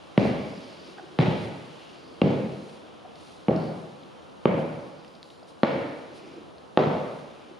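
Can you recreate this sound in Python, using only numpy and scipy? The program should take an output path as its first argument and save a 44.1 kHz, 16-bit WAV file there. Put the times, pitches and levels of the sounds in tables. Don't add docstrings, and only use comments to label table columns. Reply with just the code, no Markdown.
import sys
import numpy as np
from scipy import signal
from scipy.fft import rfft, irfft, next_fast_len
from scipy.io import wavfile

SR = 44100
rng = np.random.default_rng(int(sys.argv[2]) if len(sys.argv) > 2 else 0)


def dump(signal):
    limited = np.clip(np.atleast_2d(signal).T, -1, 1)
    pcm = np.round(limited * 32767).astype(np.int16)
    wavfile.write(sys.argv[1], SR, pcm)


N = 334719
TIME = np.arange(N) / SR
RING = 65536

# start in s, distance in m, force in dB, crack in dB, contact corner in Hz,
# body in dB, direct sound in dB, floor thump in Hz, its boost in dB, heel shaft's upper ring in Hz,
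# its boost in dB, lower ring in Hz, its boost in dB, next leg swing in dB.
HEEL_STRIKES = [ (0.1763, 3, 0, 2.5, 4440, -0.5, 1.5, 186, 12.5, 2680, 6, 2010, 6, -55),
                (1.1872, 4.7, -2, 11.5, 3940, 2.5, 0, 146, 15.5, 4100, 4.5, 2050, 6, -56.5),
                (2.2157, 3.5, -0.6, 2, 4200, -2, 2, 250, 5.5, 2760, 13.5, 2240, -1, -81),
                (3.483, 2.3, -4, -5.5, 4200, 4, -1, 199, 12, 2920, 10, 2230, 10, -68),
                (4.455, 1.83, -0.5, -3.5, 3400, -1, 2, 215, 4, 3010, 9.5, 2240, 4, -69),
                (5.6327, 1.34, -2.5, 4, 3800, -1, 1.5, 222, 8, 4170, 9, 3070, -1, -59),
                (6.7737, 1.29, 0.5, 1.5, 4080, 0.5, -0.5, 185, -2, 3700, 10, 2680, 4.5, -60)]
# frequency in Hz, side minus mid in dB.
ECHO_SIDE = [(80, -16.5), (250, -8.5), (500, -8), (1000, -3), (2000, -1.5), (4000, -9.5), (9000, -14)]
# frequency in Hz, side minus mid in dB.
BACKGROUND_SIDE = [(60, -0.5), (250, 2), (1000, 0), (2500, -2.5), (5000, -12), (10000, -12.5)]


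def undb(db):
    return 10 ** (np.asarray(db) / 20)


def freqs(size):
    return np.maximum(np.arange(size // 2 + 1) * SR / size, 1)


def read(points, hz):
    at_hz, value = np.transpose(points)
    return np.interp(np.log(hz), np.log(at_hz), value)


def unit(x):
    return x / np.sqrt(np.mean(x ** 2))


def tint(x, colour):
    size = x.shape[-1]
    padded = next_fast_len(size + 2048)
    spectrum = rfft(x, padded) * undb(read(colour, freqs(padded)))
    return irfft(spectrum, padded)[..., :size]


def stereo_noise(size, side_db):
    mid = rng.standard_normal(size)
    side = tint(rng.standard_normal(size), side_db)
    return mid + side * np.array([[1], [-1]])


def resonate(x, hz, q):
    b, a = signal.iirpeak(min(hz, SR / 4), max(q, 0.6), fs=SR)
    return signal.lfilter(b, a, signal.lfilter(b, a, x))


def peak(hz, centre_hz, width_hz, db):
    return np.sqrt(1 + (undb(db) ** 2 - 1) / (1 + (2 * (hz - centre_hz) / width_hz) ** 2))


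def causal(gain):
    cepstrum = irfft(np.log(gain))
    half = len(cepstrum) // 2
    folded = np.r_[cepstrum[0], 2 * cepstrum[1:half], np.zeros(half)]
    return np.exp(rfft(folded))


def wander(rate_hz):
    knots = rng.standard_normal(int(N / SR * rate_hz) + 2)
    return np.interp(TIME * rate_hz, np.arange(len(knots)), knots)


def swell(centre_s, length_s):
    return np.exp(-2 * ((TIME - centre_s) / length_s) ** 2)


def add(out, start_s, x):
    start = max(int(start_s * SR), 0)
    out[..., start:start + x.shape[-1]] += x[..., :N - start]


def at_distance(metres, db, db_per_doubling, reference_m=2.4):
    return db + db_per_doubling * np.log2(metres / reference_m)


def standstill(centre_s=5.32, length_s=0.4, dip_db=-2.7):
    return undb(dip_db * swell(centre_s, length_s))


def room_tone(level_db=-47.5, waver_db=0.6):
    # frequency in Hz, level in dB.
    tone_colour = [(15, -69.5), (25, -46.5), (81, -2), (117, -9), (144, 1.5), (263, -0.5), (325, 1.5),
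                   (411, -2), (481, 2.5), (534, 0.5), (1300, -7), (1880, -19.5), (4000, -39.5), (9750, -32),
                   (13000, -55)]
    air = unit(tint(stereo_noise(N, BACKGROUND_SIDE), tone_colour))
    return air * undb(level_db) * undb(waver_db * wander(5))


def swings(after_s=0.61, length_s=0.43):
    return sum(undb(swing_db) * swell(s + after_s, length_s) for s, *_, swing_db in HEEL_STRIKES)


def clothes(grain_db=1.0, swing_brush_db=-21):
    # centre in s, level in dB, length in s.
    swish_rows = [(0.26, -62.5, 0.05), (0.897, -70, 0.04), (1.43, -67, 0.053), (2.717, -70, 0.16),
                  (3.286, -62, 0.15), (4.6, -70, 0.026), (5.493, -65, 0.03), (6.17, -64, 0.035),
                  (7.12, -72, 0.12)]
    # frequency in Hz, level in dB.
    swish_colour = [(2000, -35), (4000, 2.5), (7000, -9), (10000, -4.5), (12500, -28.5)]
    # frequency in Hz, level in dB.
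    rustle_colour = [(500, -9.5), (1200, -2), (1900, -3.5), (3100, 2), (4200, -4), (5200, -8.5),
                     (6200, -13), (9000, -20.5), (12000, -32.5)]
    hush_before_s, hush_length_s, hush_db = 0.12, 0.15, -0.68
    brush_after_s, brush_length_s, brush_db, brush_db_per_doubling = 0.22, 0.35, -69, 1.6
    rustle_db, rustle_db_per_s = -55, -0.77

    fibres = stereo_noise(N, BACKGROUND_SIDE) * undb(grain_db * wander(600))
    hush = sum(swell(s - hush_before_s, hush_length_s) for s, *_ in HEEL_STRIKES)
    steady = standstill() * undb(hush_db * hush) * undb(rustle_db + rustle_db_per_s * TIME)
    swishes = sum(undb(db) * swell(s, length_s) for s, db, length_s in swish_rows)
    landings = 0
    for s, metres, *_ in HEEL_STRIKES:
        landing_db = at_distance(metres, brush_db, brush_db_per_doubling)
        landings = landings + undb(landing_db) * swell(s + brush_after_s, brush_length_s)
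    swinging = swings()
    leather = np.linalg.norm([steady, swinging, swishes], axis=0)
    brushing = swishes + landings + undb(swing_brush_db) * swinging
    brushing = brushing * undb(1.5 * wander(15))
    rustle = leather * unit(tint(fibres, rustle_colour))
    return rustle + brushing * unit(tint(fibres, swish_colour))


def strike_spectrum(bass_db, crack_db, corner_hz, delay_s, bass_hz=400, crack_hz=1500, steepness=4.77):
    # frequency in Hz, level in dB.
    tip_colour = [(35, -13), (75, 12.5), (130, 29.5), (200, 32.5), (360, 31), (560, 26.5), (800, 21),
                  (1150, 16), (1650, 9), (2900, 3.5), (4200, -4), (6500, -11.5), (11000, -9.5)]
    # centre in Hz, width in Hz, boost in dB.
    boot_modes = [(340, 19, 0.5), (559, 160, 3), (644, 29, 3.5), (743, 13, 1.5), (854, 114, 4),
                  (1153, 14, 0), (1890, 30, 0.5), (2270, 150, 4), (3240, 200, 2), (3700, 220, -0.5)]
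    hz = freqs(RING)
    octaves_below = np.log2(np.clip(bass_hz / hz, 1, 8))
    db = read(tip_colour, hz) + bass_db * octaves_below + crack_db / (1 + (crack_hz / hz) ** 4)
    gain = undb(db) / np.sqrt(1 + (hz / corner_hz) ** (2 * steepness))
    for mode in boot_modes:
        gain = gain * peak(hz, *mode)
    bending = np.exp(-4j * np.pi * delay_s * np.sqrt(1000 * hz))
    return causal(gain) * bending


def shaft_rings(upper_hz, upper_db, lower_hz, lower_db):
    hz = freqs(RING)
    upper = peak(hz, upper_hz, 0.06 * upper_hz, upper_db)
    lower = peak(hz, lower_hz, 0.075 * lower_hz, lower_db)
    hollow = peak(hz, 0.62 * upper_hz, 0.27 * upper_hz, -0.95 * upper_db)
    return upper * lower * hollow


def scatter(db=-7, decay_s=0.0018, rise_s=0.013, low_hz=500):
    t = np.arange(RING // 8) / SR
    envelope = np.exp(-t / decay_s) * (1 - np.exp(-t / rise_s))
    envelope /= np.linalg.norm(envelope)
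    echoes = rfft(stereo_noise(len(t), ECHO_SIDE) * envelope, RING)
    return undb(db) * echoes / (1 + low_hz / (1j * freqs(RING)))


def lumps(spacing_hz=22, lump_db=1.7):
    hz = freqs(RING)
    knots = rng.standard_normal(int(hz[-1] / spacing_hz) + 2)
    curve = np.interp(hz / spacing_hz, np.arange(len(knots)), knots)
    return causal(unit(undb(lump_db * curve)))


def room(build_s=0.007, build_low_s=0.0013, hold_s=0.088):
    # frequency in Hz, t60 in s.
    decay_times = [(80, 0.85), (210, 0.97), (560, 1.04), (1470, 1.23), (3880, 1.0), (9000, 1.5)]
    # frequency in Hz, level in dB.
    ring_colour = [(50, 4), (100, 4), (150, 2.5), (250, -0.5), (500, 1), (1000, -1.5), (2000, -0.5),
                   (3200, -1), (5000, 5), (9000, 15.5)]
    t, hz = np.arange(RING) / SR, freqs(RING)
    uneven = undb(3 * wander(700)[:RING] * np.exp(-t / 0.12))
    noise = rfft(stereo_noise(RING, ECHO_SIDE) * uneven)
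    octaves = np.log2(np.clip(hz, 62.5, 8000) / 62.5)
    out = 0
    for octave in range(8):
        centre_hz = 62.5 * 2 ** octave
        build = read([(200, build_low_s), (2000, build_s)], centre_hz) + 1e-4
        fade = np.exp(-np.log(1000) * np.hypot(t, hold_s) / read(decay_times, centre_hz))
        envelope = (1 - np.exp(-t / build)) * fade
        band = irfft(noise * np.maximum(1 - abs(octaves - octave), 0))
        out = out + band * envelope / np.linalg.norm(envelope)
    return tint(irfft(rfft(out) * lumps()), ring_colour)


def reverberate(blow, gain_db, treble_db, first_hz, first_db, second_hz, second_db, dead_hz, dead_db,
                treble_hz=1300, standing_width_hz=65, dead_width_hz=50):
    hz = freqs(RING)
    first = peak(hz, first_hz, standing_width_hz, first_db)
    second = peak(hz, second_hz, standing_width_hz, second_db)
    dead = peak(hz, dead_hz, dead_width_hz, dead_db)
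    tilt = undb(gain_db + treble_db / (1 + (treble_hz / hz) ** 4))
    pulse = irfft(blow * causal(first * second * dead * tilt))[None, :RING // 4]
    return signal.fftconvolve(room(), pulse, axes=1)


def boom(pitch_hz, rise_s):
    # multiple of the boom's pitch, level in dB, t60 in s.
    floor_modes = [(1.001, -20, 0.75), (1.189, -10.5, 0.14), (1.58, -15.5, 0.075)]
    t = np.arange(RING) / SR
    modes = 0
    for multiple, db, t60_s in floor_modes:
        decay = np.exp(-np.log(1000) * t / t60_s)
        modes = modes + undb(db) * np.sin(2 * np.pi * multiple * pitch_hz * t) * decay
    return modes * (1 - np.exp(-t / rise_s))


def steps(dip_q=0.77, thump_q=5.1, shaft_in_room=0.18, bending_s_per_m=0.0004405):
    # room in dB, room treble in dB, standing wave in Hz,
    # its boost in dB, second one in Hz, its boost in dB, dead zone in Hz, its boost in dB,
    # floor boom in Hz, boom in dB, boom rise in s.
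    spot_rows = [ (0.5, 1, 258, 4, 650, 1, 358, -6, 220, -8, 0.046),
                 (0.5, 1.5, 205, 4, 455, 3.5, 234, -6.5, 110, -2, 0.094),
                 (-0.5, 1, 180, 2.5, 490, 2.5, 285, 2.5, 138, -0.5, 0.025),
                 (0.5, 1.5, 345, 0, 500, 0, 230, -1, 160, 0.5, .05),
                 (0, 2, 275, -0.5, 570, 3.5, 380, -8, 160, -0.5, 0.077),
                 (-1.5, 2, 283, 4, 538, 5, 380, -5, 140, -8.5, 0.077),
                 (-0.5, -1, 270, 3, 600, 2.5, 307, -12, 150, -1, 0.089)]
    # step number from 0, delay in s, level in dB, centre in Hz, Q.
    echo_rows = [(0, 0.036, -12, 283, 1.2), (0, 0.075, -5, 600, 0.8), (1, 0.0084, -5.5, 230, .8),
                 (1, 0.030, -4, 760, 1.4), (1, 0.014, -7, 2300, .9), (2, 0.014, -4, 650, 1.7),
                 (2, 0.0159, 3, 160, 1.3), (2, 0.045, -10, 2700, 1.2), (3, 0.004, -5, 400, 2.4),
                 (3, 0.01033, 1.5, 420, 1), (3, 0.030, 1, 530, 1.5), (4, 0.035, -7, 483, 1),
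                 (6, 0.0129, -5, 260, 1.1)]
    # centre in Hz, width in Hz, boost in dB.
    knock_modes = [(299, 52, -2), (530, 79, 3), (694, 110, -4), (785, 66, 0.5), (1000, 100, -18),
                   (1143, 38, 8), (1830, 58, 4.5)]
    out, hz = np.zeros((2, N)), freqs(RING)
    knock = np.prod([peak(hz, *mode) for mode in knock_modes], axis=0)
    for number, (step, place) in enumerate(zip(HEEL_STRIKES, spot_rows)):
        (s, metres, force_db, crack_db, corner_hz, body_db, direct_db,
         thump_hz, thump_db, *rings, _) = step
        *acoustics, boom_hz, boom_db, rise_s = place
        arrival_db = at_distance(metres, -2.53, -4)
        bass_db = at_distance(metres, -0.5, 3.3)
        room_db = at_distance(metres, 2.94, 1.47)

        dip_hz = 830 * (metres / 2.4) ** 1.32
        spot = causal(peak(hz, dip_hz, dip_hz / dip_q, -3.5) * peak(hz, 800, 230, body_db))
        strike = strike_spectrum(bass_db, crack_db, corner_hz, bending_s_per_m * metres)
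        blow = undb(force_db + arrival_db) * spot * strike

        shaft = shaft_rings(*rings)
        local = causal(knock * shaft * peak(hz, thump_hz, thump_hz / thump_q, thump_db))
        direct = irfft(blow * local * (1 + scatter()))[:, :RING // 4]
        ringing = reverberate(blow * causal(shaft ** shaft_in_room), *acoustics)
        add(out, s, undb(direct_db) * direct)
        add(out, s + 0.003, undb(room_db) * ringing)
        add(out, s + 0.0031, undb(boom_db) * boom(boom_hz, rise_s))
        for which, after_s, echo_db, echo_hz, q in echo_rows:
            if which == number:
                echo = irfft(blow * (1 + scatter()))[:, :RING // 8]
                add(out, s + after_s, undb(echo_db) * resonate(echo, echo_hz, q))
    return out


def soles(delay_s=0.0008, room_db=-5, bass_db=1.2):
    # start in s, level in dB, contact corner in Hz, thump in Hz, its boost in dB.
    sole_rows = [(0.311, -16.5, 423, 288, 12), (1.279, -5.5, 230, 152, 8), (2.309, -14.5, 900, 170, 4),
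                 (3.5618, -13, 480, 195, 10), (4.573, -14.5, 526, 275, 5), (5.749, -17, 220, 170, 3),
                 (6.868, -8.5, 240, 149, 5.5)]
    out, hz = np.zeros((2, N)), freqs(RING)
    for s, db, corner_hz, thump_hz, thump_db in sole_rows:
        slap = undb(db) * strike_spectrum(bass_db, 0, corner_hz, delay_s, steepness=3.67)
        thump = causal(peak(hz, thump_hz, thump_hz / 5, thump_db))
        add(out, s, irfft(slap * thump)[:RING // 4])
        ringing = signal.fftconvolve(room(), irfft(slap)[None, :RING // 4], axes=1)
        add(out, s, undb(room_db) * ringing)
    return out


def creases(q=4.7, grain_db=2.0, patchy_db=2):
    # centre in s, level in dB, length in s, pitch in Hz.
    crease_rows = [(.7, -59.5, 0.48, 4750), (1.85, -61, 0.17, 2850), (2.05, -65, 0.26, 4600),
                   (2.902, -67, 0.22, 3060), (3.65, -58, 0.11, 4400), (4.948, -69, 0.43, 4770),
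                   (6.287, -61, .2, 2480), (6.28, -66, 0.2, 4900), (7.398, -68, 0.3, 2440)]
    friction = rng.standard_normal(N) * undb(grain_db * wander(300) + patchy_db * wander(13))
    out = 0
    for s, db, length_s, hz in crease_rows:
        out = out + undb(db) * swell(s, length_s) * unit(resonate(friction, hz, q))
    return out


def scuffs(q=2.23, swing_db=-4.5, swing_hz=330):
    # centre in s, level in dB, length in s, pitch in Hz.
    scuff_rows = [(1.035, -51.5, 0.24, 355), (2.08, -50, 0.12, 330), (3.053, -47, 0.023, 705),
                  (6.273, -48.5, 0.22, 340), (6.386, -47.5, 0.038, 340), (7.507, -49, 0.066, 330)]
    friction = rng.standard_normal(N) * undb(3 * wander(90))
    out = undb(swing_db) * swings() * unit(resonate(friction, swing_hz, q))
    for s, db, length_s, hz in scuff_rows:
        out = out + undb(db) * swell(s, length_s) * unit(resonate(friction, hz, q))
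    return out


def squeak(jitter=0.11, rough_db=3):
    # centre in s, level in dB, length in s, pitch in Hz, octave in dB.
    stroke_rows = [(0.9858, -40, 0.006, 765, -1), (0.9975, -39, 0.0055, 770, -8)]
    waver = 1 + jitter * wander(900)
    rough = undb(rough_db * wander(400))
    out = 0
    for s, db, length_s, hz, octave_db in stroke_rows:
        phase = 2 * np.pi * np.cumsum(hz * waver) / SR
        note = np.sin(phase) + undb(octave_db) * np.sin(2 * phase)
        out = out + undb(db) * swell(s, length_s) * unit(rough * note)
    return out


def ticks():
    # start in s, peak before colouring in dB, centre in Hz, Q, t60 in s.
    tick_rows = [(3.1568, -40.5, 3500, 1.1, 0.023), (3.562, -34.5, 4300, 1.9, 0.011),
                 (4.0338, -42, 3420, 1.8, 0.016), (4.578, -36.5, 2970, 1.5, 0.0073),
                 (5.0473, -39, 2300, 0.39, 0.019), (5.078, -47, 5130, 4.4, 0.023),
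                 (5.1510, -46, 4300, 2.7, 0.029), (5.2294, -31.5, 3050, 1.3, 0.0066),
                 (5.242, -48, 3900, 1.4, .011), (5.3026, -39.5, 3470, 2, 0.017),
                 (5.428, -39, 730, 1.6, 0.017), (5.429, -51, 4800, 8.8, 0.036),
                 (6.582, -45, 4270, 3.1, 0.016)]
    # frequency in Hz, level in dB.
    tick_colour = [(4800, -0.5), (6300, -7.5), (8000, -4), (11000, -2.5)]
    out, t = np.zeros(N), np.arange(RING // 8) / SR
    for s, db, hz, q, t60_s in tick_rows:
        crumble = rng.standard_normal(len(t)) * np.exp(-np.log(1000) * t / t60_s)
        click = 3 * (t == 0)
        snap = resonate(crumble + click, hz, q)
        add(out, s, undb(db) * snap / abs(snap).max())
    return tint(out, tick_colour)


def scene(small_room_db=-6):
    small = scuffs() + squeak() + ticks()
    echo = signal.fftconvolve(room(), small[None], axes=1)[:, :N]
    background = standstill() * room_tone() + clothes() + creases()
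    return background + steps() + soles() + small + undb(small_room_db) * echo


def record(dry, notch_hz=7950, notch_q=13.2, top_hz=12400):
    notched = signal.lfilter(*signal.iirnotch(notch_hz, notch_q, fs=SR), dry)
    top_cut = signal.ellip(8, 0.2, 70, top_hz, fs=SR, output="sos")
    return signal.sosfilt(top_cut, np.clip(notched, -1, 1))


dry = scene()
out = record(dry)
dump(out)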